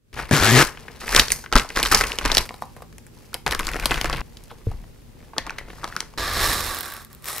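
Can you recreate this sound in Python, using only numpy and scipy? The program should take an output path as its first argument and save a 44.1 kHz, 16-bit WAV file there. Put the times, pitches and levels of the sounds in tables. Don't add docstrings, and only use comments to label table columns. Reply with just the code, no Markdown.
import sys
import numpy as np
from scipy import signal
from scipy.fft import rfft, irfft, next_fast_len
from scipy.io import wavfile

SR = 44100
rng = np.random.default_rng(int(sys.argv[2]) if len(sys.argv) > 2 else 0)


def master_out(mix):
    frames = np.transpose(np.atleast_2d(mix))
    ceiling = np.clip(frames, -1, 1)
    pcm = np.round(ceiling * 32767).astype(np.int16)
    wavfile.write(sys.argv[1], SR, pcm)


N = 326340

# (frequency [Hz], level [dB])
CRINKLE_SPECTRUM = [(88, -41), (150, -5), (296, -8.5), (481, -3.5), (631, -10), (1010, -2), (2660, -5.5),
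                    (4240, -6.5), (7300, -19.5), (12100, -19), (15600, -30.5)]
# (time [s], rise [s per 20 dB],
# hold [s], fall [s per 20 dB], crinkle [dB], bright part [dB re crinkle], pushed air [dB])
HAND_MOVES = [(0.185, 0.09, 0.0226, 0.1, -29, -10.5, -31), (0.634, 0.15, 0.00114, 0.0716, -20, -3, -28),
              (0.707, 4.1, 0.29, 6.5, -46, -7.5, -59), (1.01, 0.55, 0.059, 0.07, -36, -6, -54.5),
              (1.184, 0.1, 0.0136, 0.0452, -10, -2.5, -18), (1.316, 0.08, 0.0076, 0.1064, -32.5, 4.5, -36),
              (1.528, 0.002, 0.02, 0.04, -24, -9, -28), (1.554, 0.006, 0.016, 0.085, -19, -4, -22),
              (1.733, 0.12, 0.002, -0.67, -39.5, -8, -48), (1.766, -0.02, 0.0133, 0.13, -20, -7, -28),
              (1.837, 0.0043, 0.024, 0.1129, -25, 0, -29.5), (1.914, -0.0012, 0.038, 0.1709, -15, -2, -23),
              (2.258, 0.0546, 0.0151, 0.0828, -19.5, -15.5, -20.5),
              (2.384, 0.1314, 0.0108, -0.0639, -23, -3, -25), (2.455, -1, 0.00096, 0.03, -33.5, -2, -45.5),
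              (2.475, 2.5, 0.092, -0.5, -53.5, 0.5, -60.5), (3.165, 0.06, 0.1, 0.12, -56, 1, -53),
              (3.35, 0.04, 0.012, 0.04, -40, -13.5, -47.5), (3.464, 1, .001, 0.48, -32.5, -13, -27.5),
              (3.65, 0.1, 0.034, 0.16, -36, -7, -31), (3.853, 0.34, 0.011, -0.52, -31.5, -9, -31),
              (3.907, -0.02, 0.041, -0.17, -27.5, -13.5, -24), (4.054, 0.08, 0.091, 0.4, -31, -20, -28),
              (4.176, 0.2, 0.0226, -0.12, -30.5, -15, -30.5), (4.507, 2, 0.001135, -1.24, -55, -3, -50.5),
              (4.693, 0.063, 0.02, 0.25, -50, -7, -30), (5.224, 0.16, 0.0012, -1, -53.5, -8.5, -55),
              (5.399, 0.01, .001, 0.47, -42, -30, -45.5), (5.464, 0.19, .001, 0.46, -43, -31, -42),
              (5.712, 0.16, 0.0174, 0.5, -51, -5, -41), (5.841, -0.16, .001, 0.39, -42, -3, -50)]
# (time [s], level [dB], pitch [Hz], dull part [dB re level], middle part [dB re level],
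# bright part [dB re level], decay [ms])
SHARP_CLICKS = [(0.1911, -13, 1515, -10, -18, -20, 1.7), (0.1986, -14, 1650.0, -6.5, -16.5, -22, 2),
                (0.292, -21, 1610.0, -11.5, -5.5, -9, 1.95), (0.3113, -9, 1307, 0.5, 0, -18, 1.6),
                (0.7733, -23.5, 2015, -28, -15, -26.5, 2.35), (0.8822, -22, 1940, -30.5, -20, -23.5, 3.15),
                (1.0149, -20.5, 1972, -14, -4.5, -19, 2.05), (1.04, -22.5, 930, -3.5, -7, -19, 1.95),
                (1.0798, -11, 2100, -24.5, -14, -11, 1.67), (1.0921, -15, 1030.0, -23, 2.5, -14.5, 1.2),
                (1.1484, -1, 2220, -12, 3.5, -2, 1.47), (1.163, 1.5, 4300, -11.5, -1.5, -13, 1.97),
                (1.1773, -1, 1363, -19.5, -9.5, -6, 1.72), (1.1954, 6, 3980, -20.5, 1.5, -5.5, 3.5),
                (1.283, -13.5, 4845, -31, -2, -11.5, 1.05), (1.3038, -12, 3420, -23.5, -4.5, -1.5, 1.6),
                (1.3196, -5.5, 2056, -26, -13.5, 9, 0.88), (1.4399, -23.5, 1150.0, -15, -5.5, -25.5, 2.05),
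                (1.4612, -18, 1920, -21.5, -19, -26.5, 1.6), (1.5175, -23.5, 1270, -9.5, -8, -20, 1.8),
                (1.5261, -2, 1062, -12, -2, -21.5, 1.4), (1.5339, -11, 3250, -11, -3, -19.5, 1.77),
                (1.5555, 2, 1080, -12.5, -2.5, -12, 1.85), (1.5636, -1, 1098, -6.5, 0, -20.5, 2.13),
                (1.5767, -10, 3640.0, -10, 0, -17, 2.75), (1.5837, -10, 1086, -17, 5.5, -17, 2.2),
                (1.597, -12.5, 1080, -7.5, 4.5, -16.5, 1.9), (1.6472, -22.5, 818, -19, -1, -17, 1.4),
                (1.6902, -21.5, 5400, -18.5, -5.5, -10, 1.56), (1.703, -15.5, 2085, -11, -6, -16, 1.97),
                (1.7626, -15, 1530.0, -26, 4, -14.5, 2.5), (1.7718, -3, 1264, -11, -4, -21.5, 2.82),
                (1.7986, -11, 4920.0, -16, -8.5, -9.5, 1.7), (1.8294, -3.5, 4120, -18, -3, -1, 1.77),
                (1.8354, -9.5, 2730.0, -23.5, -2, -2, 2), (1.8522, -7.5, 1257, -20, 0.5, -9, 1.7),
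                (1.8588, -8.5, 3350, -28.5, -5, -17.5, 2.13), (1.9164, -3, 1450, -22.5, -9.5, -20, 1.4),
                (1.9243, -3.5, 988, -12.5, 1, -18, 1.8), (1.9469, 2.5, 5420, -17, 4, -6.5, 2.4),
                (2.01, 0, 1824, -14, -3.5, -14, 2.35), (2.038, -5.5, 1967, -19.5, -16, -23.5, 2.2),
                (2.119, -11.5, 3180, -25.5, -6.5, -15.5, 1.6), (2.1294, -19.5, 1308, -23.5, -3, -22.5, 2.5),
                (2.1868, -7, 2326, -19, 2, -10.5, 1.66), (2.2125, -14.5, 1055, -9.5, -8, -21, 2.13),
                (2.252, -7.5, 2160, -5, 2, -8, 2.05), (2.2585, -7, 1086, -10, -1, -17.5, 2.96),
                (2.2994, -10, 1850, -29.5, -14, -19, 1.84), (2.3168, -4.5, 4330, -12.5, -6, -13.5, 2.53),
                (2.3496, -3.5, 5060, -33, -3, -6, 1.84), (2.3702, 1, 4130, -12.5, 1, -6.5, 1.31),
                (2.3805, -2.5, 4640, -16, -0.5, -4, 3.2), (2.4914, -19.5, 2490, -12.5, -1.5, -15, 1.52),
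                (2.5418, -23.5, 1003, -14.5, -3.5, -12, 1.66), (2.6221, -21, 800, 0, -12.5, -7.5, 1.06),
                (2.7655, -29, 1034, -3, -12, -7.5, 2.1), (2.8211, -25.5, 824, -7, -19, -7, 1.15),
                (2.927, -34, 1915, -14, -3, -18, 1.67), (2.9822, -33, 1942, -9.5, -15, 3, 2.07),
                (3.0666, -33.5, 1930.0, -17.5, -9, 1, 0.95), (3.3312, -24.5, 1520.0, -17.5, -8, -17, 2.17),
                (3.3425, -10.5, 4050, -19.5, -7, -3.5, 1.63), (3.4643, -9.5, 910, -9, -2, -17, 2.1),
                (3.469, -8, 1938, -13, -19, -16.5, 1.78), (3.4776, -10.5, 1042, -27, -2, -20.5, 1.62),
                (3.51, -12, 4150.0, -14.5, -3.5, -6.5, 1.6),
                (3.5193, -13, 1200.0, -13.5, -2.5, -19.5, 1.74), (3.5239, -7, 2455, -8.5, -3.5, -15, 1.2),
                (3.5325, -12, 1390.0, -19.5, -3.5, -16, 2.75),
                (3.5488, -11.5, 1100, -10.5, 0.5, -13.5, 1.72), (3.593, -10.5, 2590.0, -13, -9, -2, 2.04),
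                (3.5979, -8.5, 1282, -14.5, -3, -19, 1.56), (3.6079, -16, 1040.0, -6, -1.5, -17.5, 1.4),
                (3.6312, -19.5, 2550.0, -14, -9, -18.5, 1.8), (3.669, -10.5, 4980, -20, -5, -6.5, 1.53),
                (3.681, -13.5, 1195, -13, -9, -20.5, 2.03), (3.6893, -8.5, 1985, -20.5, -6, -24, 1.8),
                (3.7161, -17, 1727, -19, -6.5, -8, 1.67), (3.7354, -15, 2580, -18.5, -7, -17.5, 1.78),
                (3.7437, -15.5, 1280.0, -6, -4.5, -18, 1.9), (3.757, -15, 1410, -2, -11.5, -19.5, 2.2),
                (3.7643, -15.5, 1980, -6.5, -5, -15, 1.92), (3.798, -12, 2000, -18, -4.5, -13, 2.17),
                (3.8256, -21, 2410.0, -11, -2.5, -15, 1.85), (3.8358, -16, 1866, -12.5, -14, -21, 2.23),
                (3.857, -5.5, 4080, -10.5, -1, 0.5, 2.15), (3.898, -15.5, 2100.0, -15.5, -10, -17, 1.7),
                (3.909, -6, 2620, -8.5, -11, -17.5, 2.26), (3.9142, -5, 995, -12.5, -7, -24.5, 1.54),
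                (3.9191, -6.5, 2160, -13, -12.5, -22.5, 3), (3.9428, -11, 2570, -17, -5.5, -13, 1.7),
                (3.9581, -17.5, 1050, -19.5, -7.5, -13, 1.8), (3.9721, -16.5, 2060.0, -14, -8.5, -18, 1.77),
                (3.9784, -16, 1980.0, -18, -3, -21, 2), (3.9858, -16.5, 1160.0, -8.5, -5.5, -18, 1.53),
                (4.013, -8.5, 3730, -9.5, -5.5, -9, 1.41), (4.0443, -8, 2160, -6, -6, -17, 2.83),
                (4.0568, -10, 1870, -18, -6, -22, 1.77), (4.0978, -11, 955, -6.5, -3, -19.5, 2.68),
                (4.128, -12.5, 3420, -9, -19.5, -19, 3.23), (4.137, -14.5, 1398, -12.5, -8, -21.5, 1.9),
                (4.1614, -20.5, 2520, -18, -8.5, -15, 1.93), (4.208, -24, 1008, -15.5, 0.5, -23.5, 1.32),
                (4.3707, -29, 3640, -27.5, -0.5, -10, 1.42), (4.4383, -34, 5153, -26, -17, 1.5, 1.15),
                (4.5139, -29.5, 819.3, -6.5, -12, -14, 2.67), (4.7164, -23.5, 855, -6.5, -14, -31, 1.28),
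                (4.8392, -37, 1868, -1.5, -13.5, -20.5, 1.61), (5.334, -25, 868, -12.5, -20, -32.5, 2.2),
                (5.366, -24.5, 1028, -4.5, -17.5, -28.5, 2.46),
                (5.3773, -24.5, 816, -3.5, -10.5, -30.5, 2.14), (5.382, -7.5, 3820, -9.5, -1.5, -25.5, 1.7),
                (5.4664, -19, 1116, -13.5, -1, -19.5, 1.42), (5.4711, -18.5, 1095, -11.5, -14.5, -28, 1.73),
                (5.4955, -12, 2136, -19.5, -14, -29, 1.8), (5.5058, -16, 1083, -24, -6, -31, 1.38),
                (5.5614, -31.5, 1110.0, -16, -12, -24, 1.9),
                (5.5831, -23.5, 1715, -15.5, -3.5, -23.5, 1.56),
                (5.5851, -12.5, 1990, -19.5, -7, -25.5, 1.57), (5.6837, -31.5, 1170.0, -3.5, -13, -21, 2),
                (5.702, -26, 2194, -8, -11, -14, 1.9), (5.7319, -28, 1770, -6, -9, -21, 1.54),
                (5.783, -30, 1020.0, -20, -8.5, -12, 1.97), (5.8321, -22, 1040.0, -10, -15, -25.5, 1.64),
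                (5.8367, -18.5, 1070.0, -17, -16, -27.5, 1.22),
                (5.843, -11.5, 1020, -13.5, -1.5, -23, 1.09),
                (5.8517, -20.5, 1075, -16, -16.5, -22.5, 1.67), (5.8769, -26.5, 819.2, -18, 1.5, -14, 1.55),
                (5.8999, -28.5, 1000.0, -13, -16.5, -14.5, 1.7),
                (5.925, -19.5, 1605, -29, -20, -27.5, 1.42), (5.9523, -28, 1030.0, -14.5, -8, -7.5, 1.8),
                (5.9645, -7.5, 1315, -18.5, -3.5, -15.5, 1.14), (6.0045, -9.5, 5190, -25, -4, -9, 1.57),
                (6.1378, -32, 952, -11.5, -5.5, -18.5, 1.53)]
# (time [s], force [dB], push of the sheet [dB], crack [dB re force])
RIP_PULL = [(.311, -33.5, -28, 2.5), (.33, -21, -13.5, 4), (.35, -21, -19, 0.5), (.375, -22, -23.5, 4.5),
            (.395, -25.5, -29, 5.5), (.41, -23, -23, -0.5), (.45, -18.5, -19.5, 5.5),
            (.48, -19.5, -21.5, -4.5), (.51, -21, -16, 10), (.535, -21.5, -10.5, 6),
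            (.575, -15.5, -10.5, -2), (.628, -16.5, -23, -8.5), (.636, -37.5, -40, -4.5)]
# (time [s], bridges torn [count])
BRIDGES_TORN = [(.3115, 0), (.324, 1), (.33, 2), (.3505, 5), (.3812, 9), (.3993, 11), (.4253, 13),
                (.4462, 15), (.4825, 19), (.5093, 22), (.5193, 23), (.583, 31), (.639, 39)]
# (frequency [Hz], width [Hz], gain [dB])
SHEET_MODES = [(372, 143, 6), (756, 890, 0), (1222, 280, -2), (2000, 1360, -5), (2660, 3000, -16.5)]
# (time [s], frequency [Hz])
TAUT_RING = [(.311, 1494), (.46, 1464), (.53, 1930), (.575, 1800), (.6, 1390), (.64, 1390)]
# (time [s], level [dB])
JUG_KNOCKS = [(2.508, -28), (2.542, -33), (2.6223, -23.5), (2.7654, -34), (2.806, -41.5), (2.821, -41.5),
              (4.715, -41.5), (5.842, -29)]
# (frequency [Hz], gain [dB], t60 [s])
JUG_MODES = [(505, -10, 0.08), (760, 4, 0.02), (960, -2, 0.02), (1020, -1, 0.045), (1110, -3, 0.03),
             (1750, -6, 0.0134), (3820, -22, 0.12)]
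# (time [s], level [dB], frequency [Hz], t60 [s])
THUDS = [(0.3113, -7.5, 237.6, 0.0373), (.331, -3.5, 148.4, 0.0814), (.4, -17, 50, 0.133),
         (1.553, -3, 32, 0.122), (1.556, -11, 236, 0.052), (4.669, -22.5, 441.4, 0.0437),
         (4.671, -12, 98.5, 0.102), (4.688, -21, 58.2, 0.068), (4.705, -21, 60.3, 0.0288),
         (4.743, -22.5, 59.2, 0.074)]
# (time [s], level [dB], ring [Hz])
SPATULA_SLAPS = [(5.383, -31.5, 1884), (5.586, -36, 2000)]
# (time [s], frequency [Hz], level [dB])
AIR_POCKET = [(4.498, 1592, -51), (4.506, 1497, -41), (4.515, 890, -42.5), (4.522, 467, -35.5),
              (4.545, 475, -55.5)]
# (time [s], strength [dB])
FILM_PULLS = [
    [(6.176, -31.5), (6.32, -33), (6.43, -26), (6.538, -28), (6.586, -33), (6.69, -34), (7.016, -51.5),
     (7.1, -75.5)],
    [(7.1, -60.5), (7.21, -69), (7.278, -37.5), (7.4, -43)],
]
# (frequency [Hz], level [dB])
FILM_SPECTRUM = [(1200, -24), (2300, -17.5), (3000, -10.5), (3500, -2.5), (3950, 2.5), (4500, -2.5),
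                 (5000, -3.5), (5450, -0.5), (5900, -8), (9000, -6.5), (15600, -9.5), (18000, -40.5)]
# (time [s], bright fizz [dB re pull], box rumble [dB re pull])
FILM_BALANCE = [(6.176, -7, -2), (6.53, 0.16, -2), (6.75, -0.07, -4.5), (7.4, 5.5, -26.5)]
# (time [s], frequency [Hz], gain [dB])
FILM_RING = [(6.176, 1670, 10.5), (6.42, 1713, 11), (6.6, 1628, 4), (7.0, 1554, 10.5), (7.15, 1794, -0.5),
             (7.4, 1840, 8.5)]
# (frequency [Hz], width [Hz], gain [dB])
ROLL_MODES = [(397, 78, -5.5), (794, 1500, 7), (1160, 136, 14.5)]
# (time [s], level [dB])
FILM_TICKS = [(6.335, -20.5), (6.436, -17.5), (6.475, -15), (6.534, -12.5), (6.6061, -14), (6.665, -16),
              (6.7471, -14), (6.7883, -13.5), (6.808, -11.5), (6.8307, -19.5), (6.852, -27), (6.859, -21.5),
              (6.8806, -22.5), (6.901, -27), (6.922, -22), (6.9384, -19), (6.9661, -20), (7.02, -32.5),
              (7.0278, -37), (7.0482, -29.5), (7.13, -29.5), (7.149, -31), (7.2236, -33), (7.2434, -21),
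              (7.2566, -17), (7.2849, -13), (7.3816, -13.5)]
# (frequency [Hz], level [dB])
ROOM_SPECTRUM = [(15, -38), (25, -7), (43, -4), (174, -9.5), (193, -21), (221, -8.5), (306, -19),
                 (340, -15.5), (615, -19), (704, -27.5), (15600, -39)]
# (time [s], gain [dB])
ROOM_FADE = [(0, -17.5), (.1, -8.5), (.128, -5), (.135, 3.5), (7.4, 2)]
# (start [s], lead at the left port [us], left minus right [dB])
HAND_POSITIONS = [(0, 27, 3.5), (0.129, 31.6, 3.5), (1.0, 32.1, 1), (2.45, 5.9, 0.8), (3.4621, 2.5, 2),
                  (4.217, 10.6, 1.5), (5.3, 31, 2), (6.175, 6.1, -1.5), (7.15, 7.8, -0.56)]


def handling():
    crinkle_db, bright_db, air_db = hand_levels()
    low, high = (colour(grains(320, 3.1, .002, bed=.35), CRINKLE_SPECTRUM) for _ in range(2))
    middle = amp(crinkle_db - 1.5) * evened(band(low, 810.4, 2500))
    upper = amp(0.5775 * crinkle_db + 0.3796 * bright_db - 6) * evened(band(high, 2500, 4876))
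    bright = amp(bright_db) * evened(band(high, 5660, 18000))
    widened = low + np.outer([.3, -.3], high[0])
    dull = amp(0.7184 * crinkle_db - 18.5) * evened(band(widened, 62, 770))
    gust, eddy = rng.standard_normal((2, N))
    gusts = gust + np.outer([.25, -.25], eddy)
    air = amp(air_db) * evened(band(gusts, 14, 54) + 0.22 * band(gusts, 55, 150))
    after_first_cut = np.arange(N) > HAND_POSITIONS[1][0] * SR
    return (amp(-4) * (middle + upper + bright) + dull + air) * after_first_cut


def hand_levels():
    rest_db, rustle_db, rustle_fall_s = -70, -21, 0.034
    t = np.arange(0, N + 32, 32) / SR
    starts = [row[0] for row in HAND_POSITIONS]
    power = amp(rest_db) ** 2 * np.ones((3, len(t)))
    rustles = [(s, .001, 0, rustle_fall_s, db + rustle_db, .5 * bright_db, -120)
               for s, db, *_, bright_db, _ in SHARP_CLICKS]
    for s, rise_s, hold_s, fall_s, db, bright_db, air_db in HAND_MOVES + rustles:
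        rise_db = -20 * np.maximum(s - t, 0) / abs(rise_s)
        fall_db = -20 * np.maximum(t - s - hold_s, 0) / abs(fall_s)
        same_position = np.searchsorted(starts, t) == np.searchsorted(starts, s)
        power += same_position * (amp(rise_db + fall_db) * amp([[db], [db + bright_db], [air_db]])) ** 2
    return [np.interp(np.arange(N) / SR, t, 10 * np.log10(p)) for p in power]


def sharp_clicks():
    s, db, hz, dull_db, middle_db, bright_db, decay_ms = np.transpose(SHARP_CLICKS)
    decay_s = decay_ms / 1000
    layers = [(db + dull_db - 0.5, 200, 900, 2.315 * decay_s),
              (db - 4, hz / 1.398, hz * 1.327, 1.323 * decay_s),
              (db + middle_db - 0.5, 2000, 6500, 0.8 * decay_s),
              (db + bright_db + 0.6, 5600, 11500, 0.9 * decay_s)]
    return pops(s, layers, pan_db=2.1 * rng.standard_normal(len(s)), spike=3.226)


def perforation_rip():
    t = np.arange(SR) / SR
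    force_db, push_db, crack_db = follow([RIP_PULL])[:, :SR]
    torn = np.interp(t, *np.transpose(BRIDGES_TORN))
    bridge_db = 1.5 * rng.standard_normal(100)[torn.astype(int)]
    pulses = np.exp(2.436 * np.cos(2 * np.pi * (torn - 0.03)))
    push = 0.1855 * amp(push_db) * band(pulses, 41, 1040) * np.array([[1.1], [0.9]])
    release = np.exp(-(torn % 1) / 0.0726)
    noise = port_noise(SR)
    shaking = (release + 0.699) * noise
    taut = amp(4.5) * glide(shaking, np.interp(t, *np.transpose(TAUT_RING)), width_hz=241)
    sheet = 2.828 * (ring(shaking, SHEET_MODES) + taut)
    crack_body = band((release + 0.028) * noise, 2600, 7950)
    crack_edge = band((release + 0.1) * noise, 5300, 13000)
    crack = 3.33 * amp(crack_db + bridge_db) * (crack_body + 0.38 * crack_edge)
    return np.pad(push + amp(force_db) * (sheet + crack), ((0, 0), (0, N - SR)))


def film_peel():
    pull_db, = follow(FILM_PULLS)
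    bright_db, rumble_db = follow([FILM_BALANCE])
    ring_hz, ring_db = follow([FILM_RING])
    slips = grains(1400, 3, 0.0012, bed=0.87)
    film = colour(slips, FILM_SPECTRUM)
    fizz = evened(band(film, 1700, 6500)) + amp(bright_db) * evened(band(film, 6600, 14060))
    ringing = ring(slips, ROLL_MODES) + amp(ring_db + 3.5) * glide(slips, ring_hz, width_hz=221)
    drone = amp(0.8258 * pull_db - 5) * (pull_db > -100) * evened(band(ringing, 245.5, 2314))
    rumble = evened(band(rng.standard_normal(N), 20, 90) + 0.2 * band(rng.standard_normal(N), 95, 517))
    peeling = amp(pull_db) * (fizz + amp(rumble_db) * rumble) + drone
    pan_db = np.interp(np.arange(N) / SR, [6.3, 6.75, 7.2], [.3, -2.5, .6])
    return panned(peeling, pan_db)


def film_ticks():
    s, db = np.transpose(FILM_TICKS)
    layers = [(db - 6.5, 1500, 7000, .0012), (db, 9000, 16500, .0008)]
    return pops(s, layers, pan_db=np.full(len(s), 3), spike=1.82)


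def thuds():
    out, t = np.zeros(N), np.arange(9000) / SR
    for s, db, hz, t60 in THUDS:
        out[round(s * SR):][:len(t)] += amp(db - 60 * t / t60) * np.sin(2 * np.pi * hz * t)
    return out


def jug_knocks():
    out, t = np.zeros(N), np.arange(9000) / SR
    for s, knock_db in JUG_KNOCKS:
        for hz, mode_db, t60 in JUG_MODES:
            mode = np.sin(2 * np.pi * hz * rng.uniform(1, 1.03) * t)
            out[round(s * SR):][:len(t)] += amp(knock_db + mode_db - 4 - 60 * t / t60) * mode
    return out


def spatula_slaps():
    out, t = np.zeros((2, N)), np.arange(9000) / SR
    t60 = 0.152
    for s, db, hz in SPATULA_SLAPS:
        ringing = evened(glide(port_noise(len(t)), np.full(len(t), hz), width_hz=200))
        out[:, round(s * SR):][:, :len(t)] += amp(db - 60 * t / t60) * ringing
    return out


def cream_squelch():
    hz, db = follow([AIR_POCKET])
    sputter = rng.standard_normal(N)
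    smallness = np.clip(hz / 1200, 0, 1)
    tone = 0.86 * np.sin(2 * np.pi * np.cumsum(hz) / SR) * np.clip(900 / np.abs(hz), 0, 1) ** 2
    ringing = 3.54 * glide(sputter, hz, width_hz=297) * smallness
    bare = 1.14 * band(sputter, 1270, 4170) * smallness ** 2
    return amp(db) * (tone + ringing + bare)


def reflections(x):
    t = np.arange(SR // 2) / SR
    taps = rng.choice([-1., 1.], (2, len(t))) * (rng.random((2, len(t))) < .06) * (t > .003)
    alike = taps.sum(0) + np.outer([.35, -.35], taps[0] - taps[1])
    bass = .5 * band(alike, 140, 740) * amp(-60 * t / 0.18)
    middle = 0.671 * band(alike, 800, 2860) * amp(-60 * t / 0.273)
    treble = 0.68 * band(taps, 2000, 15000) * amp(-60 * t / 0.24)
    tail = bass + middle + treble
    return signal.fftconvolve(x.mean(0)[None], tail / np.linalg.norm(tail[0]), axes=1)[:, :x.shape[1]]


def room_tone():
    left, right = evened(colour(rng.standard_normal((2, N)), ROOM_SPECTRUM))
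    shared_hum = 0.34 * band(left + right, 28, 570)
    fade_db, = follow([ROOM_FADE])
    return amp(fade_db - 51.5) * np.array([left + shared_hum, right + shared_hum])


def at_microphone(x, lead_us, pan_db):
    size = next_fast_len(x.shape[1] + 64)
    half_phase = np.pi * np.fft.rfftfreq(size, 1 / SR) * lead_us * 1e-6
    direct = irfft(rfft(x, size) * np.exp(1j * np.outer([1, -1], half_phase)), size)[:, :x.shape[1]]
    return panned(direct + amp(-15) * reflections(x), pan_db)


def port_noise(*shape):
    mid, spread = rng.standard_normal((2, *shape))
    side = 0.153 * spread + 0.37 * signal.lfilter(*signal.butter(1, 6290, "high", fs=SR), spread)
    return np.array([mid + side, mid - side])


def grains(per_s, spread_db, burst_s, bed):
    sizes = amp(spread_db * np.minimum(rng.exponential(1, N), 4))
    clicks = sizes * (rng.random(N) < per_s / SR)
    fade = np.exp(-np.arange(800) / SR / burst_s)
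    power = np.abs(signal.oaconvolve(clicks ** 2, fade ** 2)[:N])
    return (evened(np.sqrt(power)) + bed) * port_noise(N)


def pops(times, layers, pan_db, spike):
    t = np.arange(1200) / SR
    out = np.zeros((2, N + len(t)))
    noise = port_noise(len(times), len(t))
    noise[:, :, 0] = spike * np.sign(noise[:1, :, 1])
    for layer in layers:
        for k, (peak_db, lo_hz, hi_hz, decay_s) in enumerate(np.broadcast(*layer)):
            pop = band(noise[:, k] * np.exp(-t / decay_s), lo_hz, hi_hz, order=2)
            pop *= amp(peak_db) / np.abs(pop.mean(0)).max()
            out[:, round(times[k] * SR):][:, :len(t)] += panned(pop, pan_db[k])
    return out[:, :N]


def ring(x, modes):
    return sum(amp(db) * signal.lfilter(*signal.iirpeak(hz, hz / width, SR), x)
               for hz, width, db in modes)


def glide(x, hz, width_hz):
    turn = np.exp(2j * np.pi * np.cumsum(hz) / SR)
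    pole = np.exp(-np.pi * width_hz / SR)
    return 2 * (turn * signal.lfilter([1 - pole], [1, -pole], x / turn)).real


def colour(x, spectrum):
    hz, db = np.transpose(spectrum)
    bins_hz = np.fft.rfftfreq(4096, 1 / SR)
    log_gain = np.log(amp(np.interp(np.log(bins_hz + 1), np.log(hz + 1), db)))
    mirrored = np.r_[log_gain, log_gain[-2:0:-1]]
    taps = np.fft.ifft(np.exp(np.conj(signal.hilbert(mirrored)))).real[:2048]
    return signal.oaconvolve(x, taps[None], axes=1)[:, :N]


def follow(tables):
    t = np.arange(N) / SR
    curves = np.full((len(tables[0][0]) - 1, N), -120.)
    for rows in tables:
        s, *columns = np.transpose(rows)
        inside = (t >= s[0]) & (t <= s[-1] + .004)
        curves[:, inside] = [np.interp(t[inside], s, column) for column in columns]
    return curves


def band(x, lo_hz, hi_hz, order=3):
    return signal.sosfilt(signal.butter(order, [lo_hz, hi_hz], "band", fs=SR, output="sos"), x)


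def panned(x, left_minus_right_db):
    return x * amp(np.outer([.5, -.5], left_minus_right_db))


def evened(x):
    return x / np.sqrt(np.mean(x ** 2) + 1e-20)


def amp(db):
    return 10 ** (np.asarray(db) / 20)


def scene():
    bag = handling() + sharp_clicks() + perforation_rip()
    filling = jug_knocks() + spatula_slaps() + cream_squelch()
    counter = bag + filling + thuds() + film_peel() + film_ticks()
    pieces = np.split(counter, [round(row[0] * SR) for row in HAND_POSITIONS[1:]], axis=1)
    placed = [at_microphone(x, lead_us, pan_db) for x, (_, lead_us, pan_db) in zip(pieces, HAND_POSITIONS)]
    return np.hstack(placed) + room_tone()


def record(dry):
    edge_hz = 15750
    low_pass = signal.firwin(511, edge_hz, window=("kaiser", 9), fs=SR)
    return signal.oaconvolve(np.clip(dry, -.97, .97), low_pass[None], "same")


dry = scene()
out = record(dry)
master_out(out)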